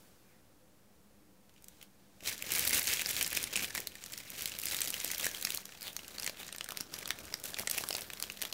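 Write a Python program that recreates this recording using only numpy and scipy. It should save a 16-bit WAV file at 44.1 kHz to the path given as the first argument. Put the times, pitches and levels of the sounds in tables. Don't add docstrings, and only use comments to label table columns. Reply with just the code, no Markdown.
import sys
import numpy as np
from scipy import signal
from scipy.fft import rfft, irfft
from scipy.io import wavfile
from scipy.ndimage import uniform_filter1d

SR = 44100
rng = np.random.default_rng(int(sys.argv[2]) if len(sys.argv) > 2 else 0)


def gain_from_db(level_db):
    decades = np.asarray(level_db, float) / 20
    return 10 ** decades


def put_to_file(sound):
    columns = np.atleast_2d(sound).T
    safe = np.clip(columns, -1, 1)
    whole_steps = np.round(safe * 32767)
    wavfile.write(sys.argv[1], SR, whole_steps.astype(np.int16))


N = 376173

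# (frequency [Hz], gain [dB])
FILM = [(300, -19.5), (1000, -17.5), (1350, -18), (1650, -9.5), (2300, -5.5), (3800, -5.5), (8000, -2),
        (15000, -1.5)]
# (frequency [Hz], gain [dB])
ON_WOOD = [(200, -12), (600, -4.5), (1000, -5.5), (1600, -1), (2600, 1), (5000, 3), (8000, 3), (15000, 3)]


def evened(x):
    return x / np.sqrt(np.mean(x ** 2) + 1e-20)


def read(points, hz):
    f, value = np.transpose(points)
    return np.interp(np.log(hz + 1), np.log(f + 1), value)


def colour(x, points):
    log_gain = read(points, abs(np.fft.fftfreq(4096, 1 / SR))) * np.log(10) / 20
    taps = np.fft.ifft(np.exp(np.conj(signal.hilbert(log_gain)))).real[:2048]
    return signal.oaconvolve(x, taps)[:len(x)]


def resonate(x, hz, width):
    r = np.exp(-np.pi * width / SR)
    return signal.lfilter([1 - r], [1, -2 * r * np.cos(2 * np.pi * hz / SR), r * r], x)


def soften(x, hz, order=1, kind="low"):
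    return signal.sosfilt(signal.butter(order, hz, kind, fs=SR, output="sos"), x)


def bands(x):
    body = soften(x, 7000, order=2)
    return body, x - body


def kitchen():
    # (frequency [Hz], gain [dB])
    floor_colour = [(25, -25), (60, -2), (150, -6), (500, -9.5), (1150, -16.5), (3000, -22.5),
                    (15500, -24.5)]
    # (frequency [Hz], width [Hz], level [dB])
    hum_lines = [(196.6, 14, -70.5), (303.5, 12, -77), (509, 10, -78.5)]
    out = gain_from_db(-66) * evened(colour(rng.standard_normal(N), floor_colour))
    for hz, width, db in hum_lines:
        out += gain_from_db(db) * evened(resonate(rng.standard_normal(N), hz, width))
    return out


def room(x):
    # (frequency [Hz], time to fall 60 dB [s])
    decay_times = [(300, 0.79), (2000, 0.21), (16000, 0.2)]
    taps = np.zeros(SR // 2)
    at = np.arange(300, SR // 2 - 20, 20)
    taps[at + rng.integers(0, 20, len(at))] = rng.choice([-1., 1.], len(at))
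    hz, t, z = signal.stft(taps, SR, nperseg=256)
    t60 = np.maximum(read(decay_times, hz), .05)[:, None]
    tail = signal.istft(z * gain_from_db(-60 * t / t60), SR, nperseg=256)[1]
    return signal.fftconvolve(x, tail / np.linalg.norm(tail))[:N]


def air(level_db, clumps, creases):
    # (frequency [Hz], gain [dB])
    puff_colour = [(25, -26), (45, -6.5), (70, 3), (110, -0.5), (550, -3.5), (1000, -10), (1600, -5.5),
                   (4000, -82)]
    t = np.arange(N) / SR
    level_db = np.minimum(level_db, np.where(t > 4, -49, -43))
    shove = np.sqrt(abs(uniform_filter1d(creases ** 2, 250)))
    drive = (gain_from_db(level_db - 5.0 + 3.3 * clumps) + gain_from_db(-26.5) * shove) * rng.standard_normal(N)
    puffs = colour(drive, puff_colour) / np.linalg.norm(colour(signal.unit_impulse(2048), puff_colour))
    deep = soften(puffs, 200)
    thin = soften(puffs, 900, kind="high")
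    return puffs - 0.39 * (t > 4.9) * deep - 0.6 * (t > 5.7) * thin


def thumps():
    # (time of peak [s], peak level [dB], hollow [Hz])
    knocks = [(2.2277, -49.5, 523), (2.441, -50, 560), (2.472, -48, 393), (3.528, -48, 730),
              (3.6216, -47, 260), (3.7969, -44, 454), (4.5504, -49, 606), (4.7345, -46, 960),
              (4.847, -55, 580), (5.0452, -46, 776), (5.233, -49, 450), (5.2662, -39.5, 592),
              (5.5829, -48, 1200), (5.7497, -55, 970), (7.8397, -46, 650), (6.2977, -46, 830),
              (6.701, -49, 1270), (6.8093, -45, 390), (7.3255, -49, 880), (7.5344, -52, 675),
              (7.5967, -46, 585), (7.6057, -41, 770), (7.635, -44.5, 1190), (7.674, -50, 726),
              (7.95, -39, 1330), (8.4396, -46, 680)]
    rise_ms = 1.4
    out = np.zeros(N + 900)
    u = np.arange(900) / SR * 1000 / rise_ms
    for (s, db, hz), noise in zip(knocks, rng.standard_normal((len(knocks), 900))):
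        shove = u * np.exp(-u) * noise
        knock = resonate(resonate(shove, hz, 0.6 * hz), hz, 1.3 * hz)
        power = uniform_filter1d(knock ** 2, size=130)
        at = round(s * SR) - power.argmax()
        out[at:at + 900] += gain_from_db(db + 0.5) * knock / np.sqrt(power.max())
    return out[:N]


def slide(start, end, hz, db):
    u = np.clip((np.arange(N) / SR - start) / (end - start), 0, 1)
    hiss = rng.standard_normal(N)
    lowered = np.clip(.5 + 5.5 * (u - .62), 0, 1)
    high_hollow = evened(resonate(hiss, 1.1 * hz, 394.0))
    low_hollow = evened(resonate(hiss, 0.904 * hz, 260.0))
    hollow = np.sqrt(1 - lowered) * high_hollow + np.sqrt(lowered) * low_hollow
    return gain_from_db(db) * np.sin(np.pi * u ** 1.05) * ((0.37 + 1.16 * u) * hollow + 1.33 * hiss)


def slides():
    # (start [s], end [s], hollow [Hz], level [dB])
    edge_slides = [
        (0.19, 0.42, 2110, -75),
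        (1.64, 1.8, 3500, -77),
        (5.807, 5.921, 3950, -49.5),
        (6.37, 6.44, 3280, -52.5),
    ]
    return sum(slide(*row) for row in edge_slides)


def squeak(rows):
    s, hz, db = np.transpose(rows)
    t = np.arange(N) / SR
    wobble_hz = 24.0 * evened(uniform_filter1d(rng.standard_normal(N), 120))
    turns = np.cumsum(np.interp(t, s, hz) + wobble_hz) / SR
    gate = np.clip(np.minimum(t - s[0], s[-1] - t) / .008, 0, 1)
    level_db = np.interp(t, s, db) - 1.5 + 3.2 * evened(uniform_filter1d(wobble_hz, 900))
    return np.sqrt(2) * gain_from_db(level_db) * gate * np.sin(2 * np.pi * turns)


def squeaks():
    # (time [s], pitch [Hz], level [dB])
    strokes = [
        [(8.015, 13700, -62), (8.06, 13600, -62), (8.13, 14000, -63), (8.3, 13850, -65), (8.39, 13300, -67)],
        [(8.32, 12500, -70), (8.36, 12300, -70), (8.41, 12050, -69)],
        [(8.455, 13000, -65), (8.53, 12350, -63)],
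    ]
    return sum(squeak(rows) for rows in strokes)


def hands():
    # (time hardest [s], fine crackle [dB], swell [s], fade [s])
    finger_squeezes = [(0, -58, .1, 0.58), (1.84, -55.5, 0.41, 0.071), (2.282, -35, 0.061, 0.15),
                       (2.545, -35.5, 0.25, 1), (2.75, -31, 0.11, 0.18), (2.921, -33, 0.3, 0.2),
                       (3.098, -37, 0.2, 0.44), (3.223, -36.5, 0.81, 0.067), (3.373, -39, 0.25, 0.26),
                       (3.552, -38.5, 0.11, 0.33), (3.632, -35.5, 0.12, 0.095), (3.779, -40.5, 0.15, 0.13),
                       (4.136, -48, 0.53, 0.83), (4.4, -42.5, 0.27, 0.61), (4.711, -37, 0.15, 0.52),
                       (5.05, -42, 1.3, 0.93), (5.253, -40, 0.35, 0.2), (5.54, -44.5, 1.9, 0.2),
                       (5.75, -54.5, 1.9, 0.38), (6.266, -49.5, 0.76, 0.31), (6.41, -48.5, 0.09, 0.28),
                       (6.79, -52, 0.56, 0.27), (6.954, -47, 0.093, 0.24), (7.25, -53.5, 1.4, 1),
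                       (7.458, -42.5, 0.035, 0.11), (7.597, -45, 0.046, 0.14), (7.726, -42.5, 0.035, 0.36),
                       (8.002, -47, 0.34, 0.13), (8.241, -51.5, 0.62, 0.6), (8.436, -48.5, 0.24, 0.41)]
    # (time [s], treble share of the crackle [dB], air pushed at a middling squeeze [dB])
    grip = [(0, -1, -55), (2.15, -4, -60), (2.5, -5.5, -56), (3, -4.5, -59), (3.55, -5.5, -54),
            (4.7, -3.5, -58), (5.7, -3.5, -54.5), (6.0, 1, -48.5), (6.45, -4, -53.5), (7.1, -1.5, -43),
            (7.9, 2, -51), (8.1, -1, -46), (8.5, -2.5, -53.5)]
    rest_db, middling_db = -79.5, -48.5
    t = np.arange(N) / SR
    level_db = np.full(N, rest_db)
    for s, db, swell, fade in finger_squeezes:
        away = np.where(t < s, (s - t) / swell, (t - s) / fade)
        level_db = np.maximum(level_db, db - 20 * away)
    harder_db = level_db - middling_db
    s, treble_db, air_db = np.transpose(grip)
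    treble_db = np.interp(t, s, treble_db) + 0.215 * (harder_db - 5.5)
    air_db = np.interp(t, s, air_db) + 0.81 * harder_db
    return level_db, treble_db, air_db


def crackle(level_db, treble_db):
    t = np.arange(N) / SR
    held = t > 2.2
    drift = uniform_filter1d(uniform_filter1d(rng.standard_normal(N), 300), 300)
    clumps = held * np.tanh(evened(drift))
    chance = 640.0 * gain_from_db(4.0 * clumps + 0.4 * (level_db + 48)) / SR
    size = held * gain_from_db(4.1 * np.minimum(rng.exponential(1, N), 1.9)) * (rng.random(N) < chance)
    patch = rng.integers(0, 40, N)
    out = np.zeros(N)
    for k, hz in enumerate(np.geomspace(1400, 13000, num=40)):
        grain = snap(hz, 0.59 * rng.standard_normal(), rng.uniform(0.45, 1.58), -6.0, rng.standard_normal(500))
        grain = evened(grain)[::(-1) ** k]
        out += signal.oaconvolve(size * (patch == k), grain)[:N]
    out /= gain_from_db(0.08 * (level_db + 45))
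    rub = gain_from_db(-5.0 + 7.7 * clumps - 0.16 * (level_db + 39)) * rng.standard_normal(N)
    fine = evened(out) + rub
    on_block = np.clip((t - 5.6) / 0.47, 0, 1)
    free_film = evened(colour(fine, FILM))
    block_film = evened(colour(fine, ON_WOOD))
    body, treble = bands((1 - on_block) * free_film + on_block * block_film)
    return gain_from_db(level_db + 2.0) * (body + gain_from_db(treble_db) * treble), clumps


def snap(hz, treble_db, ms, ring_db, noise):
    u = np.arange(len(noise)) / SR * 1000 / ms
    decay = gain_from_db(-12.5 * u ** 1.59) + gain_from_db(-15.5 - 2.17 * u)
    rattle = noise * abs(noise) ** 0.77 * decay * (1 - np.exp(-u / 0.21))
    rattle[8:11] += 4.74 / ms * np.sign(noise[0]) * np.array([1, -1, -.5])
    z = rfft(rattle)
    flat = z / np.sqrt(uniform_filter1d(abs(z) ** 2, size=70))
    rattle = irfft(flat) * np.sqrt(np.sum(rattle ** 2))
    body, treble = bands(rattle)
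    body = body - 0.33 * soften(body, 0.18 * hz)
    ring = evened(resonate(rattle, hz, 220.0 + 0.12 * hz)) * np.std(rattle)
    return body + gain_from_db(treble_db - 3.5) * treble + gain_from_db(ring_db + 7600.0 / hz) * ring


def snaps(table, film, gain_db, level_db):
    out = np.zeros(N + 800)
    for (s, db, hz, treble_db), noise in zip(table, rng.standard_normal((len(table), 800))):
        at = round(s * SR)
        drag = gain_from_db(0.3155 * (level_db[at] + 22 - db))
        ms = (1.47 + 610 / hz) * drag
        sound = colour(snap(hz, treble_db, ms, ring_db=-8.5, noise=noise), film)
        peak = np.sqrt(uniform_filter1d(sound ** 2, size=30).max())
        out[at:at + 800] += gain_from_db(db + gain_db) * sound / peak
        out[at - 200:at] += gain_from_db(db + gain_db - 20.0 + 7.0 * noise[1]) * sound[200:0:-1] / peak
    return out[:N]


def ticks(table):
    rise_s = .0004
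    return [(s - rise_s, db, hz, 0.5 + 6.5 * np.log2(hz / 5000)) for s, db, hz in table]


def buckling(level_db):
    # (time [s], peak level [dB], ring
    # of the freed patch [Hz], treble against body [dB])
    brushed = [(1.494,-55,4000,-4),(1.562,-58,3150,-10),(1.5785,-58,3200,-15),(1.6234,-50,13600,7),(1.643,-41,7900,6),(1.684,-36.5,8040,8),(1.8133,-45.5,3200,-8),(1.8269,-41,3030,1)]
    unfolded = [(2.26,-32,3300,-12),(2.2743,-25,5900,-1.5),(2.424,-25,2980,2),(2.5193,-20,7300,11),(2.536,-28,11300,4),(2.551,-24,4340,2),(2.557,-23,13600,11),(2.594,-18.5,13800,5),(2.651,-22,13700,10),(2.676,-16,4300,8),(2.6936,-23,10500,5),(2.7072,-24,2160,2),(2.7329,-22,10400,2),(2.7778,-23,10200,8),(2.8713,-22,6770,4),(2.8767,-22.5,4170,-24),(2.9307,-30,5200,-1),(2.9358,-22,6800,1),(3.0133,-28,7050,-3),(3.018,-26,2800,-1),(3.0598,-21.5,4840,-6.5),(3.1032,-30.5,3680,-9),
                (3.2107,-22,3000,-2),(3.227,-19,11200,8),(3.2455,-26,5100,-14),(3.2632,-26,7950,4),(3.2767,-27,11400,8),(3.329,-26.5,2820,2),(3.3681,-24.5,5930,6),(3.372,-21,2950,-2),(3.4286,-25.5,9900,15),(3.4398,-22.5,9500,-25),(3.5374,-30.5,3280,-11.5),(3.557,-21.5,2680,-27),(3.5633,-22,8850,-9),(3.5733,-24.5,2470,-19),(3.5933,-28,2200,-9),(3.644,-27.5,3000,-6),(3.7053,-34.5,1770,-13),(3.7503,-24.5,1760,-1),(3.7568,-32.5,2360,-16),(3.7768,-27,1980,-8),(3.802,-30,7100,9),(3.8718,-23,4300,1),(3.9539,-36.5,2080,-3),(4.039,-34.5,6600,-7),(4.061,-37,5640,1),(4.1217,-35,7500,8),(4.1364,-32.5,4820,-5),(4.1772,-31,6100,3),(4.3024,-30,12400,5),
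                (4.4213,-26,13400,13),(4.4574,-21.5,4650,2.5),(4.4748,-31,7900,-1),(4.518,-35,3000,-11),(4.5506,-39,4700,-4),(4.5881,-23.5,12400,1),(4.635,-29.5,2770,4),(4.656,-21.5,12700,11),(4.669,-28.5,4700,-9),(4.684,-28.5,7640,-14),(4.745,-32,2940,17),(4.7663,-27,8100,11),(4.8058,-23,12800,-4),(4.817,-20,8000,-13),(4.8744,-25.5,4940,2.5),(4.904,-21.5,9450,12),(4.941,-25,3020,-3),
                (5.001,-30,7060,-5),(5.046,-22,11200,27),(5.1025,-29.5,1870,-8),(5.1148,-24,7140,7),(5.1468,-27.5,5770,-1.5),(5.1807,-28,12100,-1),(5.197,-27,3700,3),(5.244,-24.5,7400,-3),(5.2548,-23.5,2570,13),(5.266,-22.5,1690,-3.5),(5.347,-30,3340,-2),(5.4124,-32,6500,16),(5.4258,-25,4060,4),(5.45,-19.5,5700,0),(5.471,-28.5,2410,-14),(5.5041,-23,3960,2),(5.5204,-31,4800,1),(5.5417,-35,3000,-6),(5.547,-21.5,13200,10),(5.5736,-24,5130,2)]
    pulled_over = [(5.655,-35,6660,6),(5.8095,-39,5100,7),(5.8795,-34,4100,0),(5.9654,-28,6500,1),(6.1829,-31.5,4470,-6),(6.1979,-30,5470,4),(6.2231,-35,2670,6),(6.2311,-33,5600,-14),(6.244,-32,11000,-6),(6.2641,-26.5,7860,-12),(6.2759,-28.5,3070,-5),(6.2957,-32.5,4500,-1),(6.4804,-40,6600,-3),(6.4896,-41,1810,-33),(6.5266,-34.5,8800,-22),(6.548,-39,1720,-6),(6.5618,-37,13800,-1),(6.5832,-35.5,8500,-10),(6.6093,-29,2930,-9),(6.6431,-31.5,8600,1),(6.6886,-32.5,1720,1.5),(6.7062,-33.5,3600,0),(6.72,-33,1130,-1),(6.7724,-27,5100,3),(6.8033,-37,6230,-19),(6.8083,-25.5,5730,3.5),
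                   (6.9398,-31,6000,-2),(6.9877,-35,10500,0),(7.0569,-32,3770,-21),(7.0767,-33,2720,6),(7.106,-20.5,3130,-4.5),(7.188,-38,3020,3),(7.3255,-41,5200,-9),(7.3408,-24,5360,-3),(7.4394,-28,11300,10),(7.4554,-37,12800,3),(7.5434,-30,3450,-25),(7.571,-39,2520,-17),(7.587,-28,2830,0),(7.5954,-28,11400,-3),(7.6737,-23.5,7500,-20),(7.6986,-23,4470,8),(7.7121,-20.5,11600,18),(7.7705,-40.5,780,-13),(7.7787,-25.5,3700,7),(7.783,-25,2850,1),
                   (7.808,-37,764,-6),(7.8379,-29.5,1270,-5),(7.8877,-26.5,10100,7),(7.9055,-34,810,-8),(7.928,-28,5300,-2),(7.9508,-26.5,5000,-5),(7.966,-31,10900,5),(7.982,-35,2630,0),(8.1018,-54,2700,-11),(8.1343,-33,3420,5),(8.172,-43,4300,-5),(8.2,-32,10300,-4),(8.2253,-21.5,6270,6.5),(8.238,-35,3280,-15),(8.2996,-32.5,2850,-7),(8.3205,-38,10400,4),(8.3722,-41,3600,-3),(8.4171,-28.5,9000,-12),(8.423,-25,12100,-8),(8.4513,-31.5,3670,0),(8.5264,-29,4670,-2)]
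    # (time of peak [s],
    # peak level [dB], ring [Hz])
    ticks_free = [(1.5396, -58, 7000), (2.2066, -44, 2710), (2.2942, -30, 2780), (2.2972, -30.0, 14430),
                  (2.3273, -32, 6120), (2.3791, -35, 6590), (2.4707, -35.0, 2670), (2.5376, -26, 10960),
                  (2.5627, -26, 2330), (2.5837, -20, 15180), (2.6073, -26, 12580), (2.6727, -24, 4030),
                  (2.6834, -24, 11480), (2.7024, -30, 2000), (2.7442, -22, 9690), (2.7486, -22.5, 9600),
                  (2.7897, -28, 2070), (2.7947, -19.5, 14940), (2.8176, -28, 2090), (2.8262, -37, 15140),
                  (2.8295, -25, 12680), (2.8439, -30, 8790), (2.9711, -26, 3270), (2.5051, -30, 2950),
                  (2.9945, -23, 2670), (3.0003, -29, 2560), (3.0061, -28, 2890), (3.0707, -28, 12980),
                  (3.0911, -24, 7190), (3.1095, -22, 12420), (3.1657, -22.5, 4440), (3.2168, -31, 2320),
                  (3.2208, -30, 2470), (2.7298, -21.5, 2060), (3.2671, -29, 2730), (3.3041, -29, 11910),
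                  (3.3131, -32, 3250), (3.3507, -25, 6090), (3.4735, -35, 2610), (2.7546, -26, 7320),
                  (3.5277, -34, 2500), (3.5329, -29, 6700), (2.773, -25, 6290), (2.7861, -29, 4690),
                  (3.6042, -31, 3080), (3.6508, -31, 9690), (3.7714, -31.0, 7280), (3.7891, -36, 13930),
                  (3.3207, -34, 2150), (3.9195, -42, 3110), (4.1332, -33, 8100), (4.1859, -38, 8550),
                  (4.2023, -38, 2370), (4.3807, -37, 3100), (4.392, -34, 4110)]
    ticks_late = [(4.4088, -30, 6760), (4.495, -34, 7110), (4.5387, -36, 3660), (4.5665, -39, 4400),
                  (4.5988, -28, 13610), (4.6165, -29, 11350), (4.6295, -36, 5490), (4.7457, -27, 3900),
                  (4.858, -32, 7490), (4.8809, -27, 12000), (4.9248, -37, 2580), (5.0108, -35, 3300),
                  (5.0774, -29, 7490), (5.1345, -33, 2280), (5.2016, -30.5, 3300), (5.87, -33, 4090),
                  (5.3136, -32, 6030), (5.372, -36, 4600), (4.8426, -29, 7540), (5.559, -33.5, 14320),
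                  (5.6913, -43, 2010), (5.8198, -35, 5000), (5.829, -29, 12060), (5.9315, -37.5, 12060),
                  (6.0329, -44.0, 4500), (6.0463, -41, 2840), (6.0807, -33.5, 7500), (4.7121, -28, 4180),
                  (4.8501, -27, 7540), (6.3719, -42, 3290), (6.4451, -44, 15000), (6.4309, -36.5, 3730),
                  (6.4661, -39, 7040), (6.6612, -40, 1890), (6.6803, -48, 2390), (7.0288, -35.5, 2560),
                  (7.0909, -33, 5080), (7.2534, -38, 8330), (7.2803, -44, 2220), (7.908, -23, 4370),
                  (5.2894, -34, 6500), (7.4, -36.5, 15050), (7.4356, -42.0, 6890), (7.5038, -36, 11350),
                  (7.5345, -38.5, 1790), (7.5675, -38.0, 2570), (5.2098, -30, 6800), (7.6764, -26, 2140),
                  (7.7144, -22, 8330), (7.7613, -37, 2840), (7.9409, -32, 6960), (5.2295, -31, 4870),
                  (8.0091, -30, 10530), (8.0195, -33, 5740), (8.102, -30.5, 2760), (8.4339, -32, 2700),
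                  (8.3298, -45, 8300), (5.838, -43, 1750),
                  (4.788, -30, 4500), (5.7228, -42, 2400), (5.751, -44, 3000), (5.774, -44, 4660),
                   (5.9917, -36.5, 2920), (4.9354, -34, 2890), (7.011, -42, 2410), (7.116, -36, 3500)]
    out = snaps(brushed + unfolded, FILM, -0.66, level_db)
    out += snaps(pulled_over, ON_WOOD, 1.7, level_db)
    out += snaps(ticks(ticks_free), FILM, -2.5, level_db)
    out += snaps(ticks(ticks_late), ON_WOOD, -2.0, level_db)
    return out


def scene():
    level_db, treble_db, air_db = hands()
    fine, clumps = crackle(level_db, treble_db)
    creases = buckling(level_db)
    bag = creases + thumps() + fine + squeaks() + slides()
    mix = bag + gain_from_db(-14.0) * room(bag) + air(air_db, clumps, creases) + kitchen()
    return mix[None]


def roll_off(x):
    return signal.sosfilt(signal.butter(12, 16970, fs=SR, output="sos"), x)


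def record(dry):
    low_pass = signal.firwin(511, 15760, window=("kaiser", 8), fs=SR)[None]
    top_pass = signal.firwin(511, 16800, window=("kaiser", 8), fs=SR)[None]
    below = signal.oaconvolve(dry, low_pass, "same")
    top = signal.oaconvolve(dry - below, top_pass, "same")
    bright = signal.lfilter([1, -1], [1], dry) ** 2
    sudden = uniform_filter1d(bright, size=90) > 9.5 * uniform_filter1d(bright, size=1500, origin=500)
    opening = np.clip(uniform_filter1d(sudden * 1., size=450) * 5.7, 0, 1)
    mix = below + gain_from_db(-21.0) * opening * top - .0005
    return roll_off(mix)


dry = scene()
out = record(dry)
put_to_file(out)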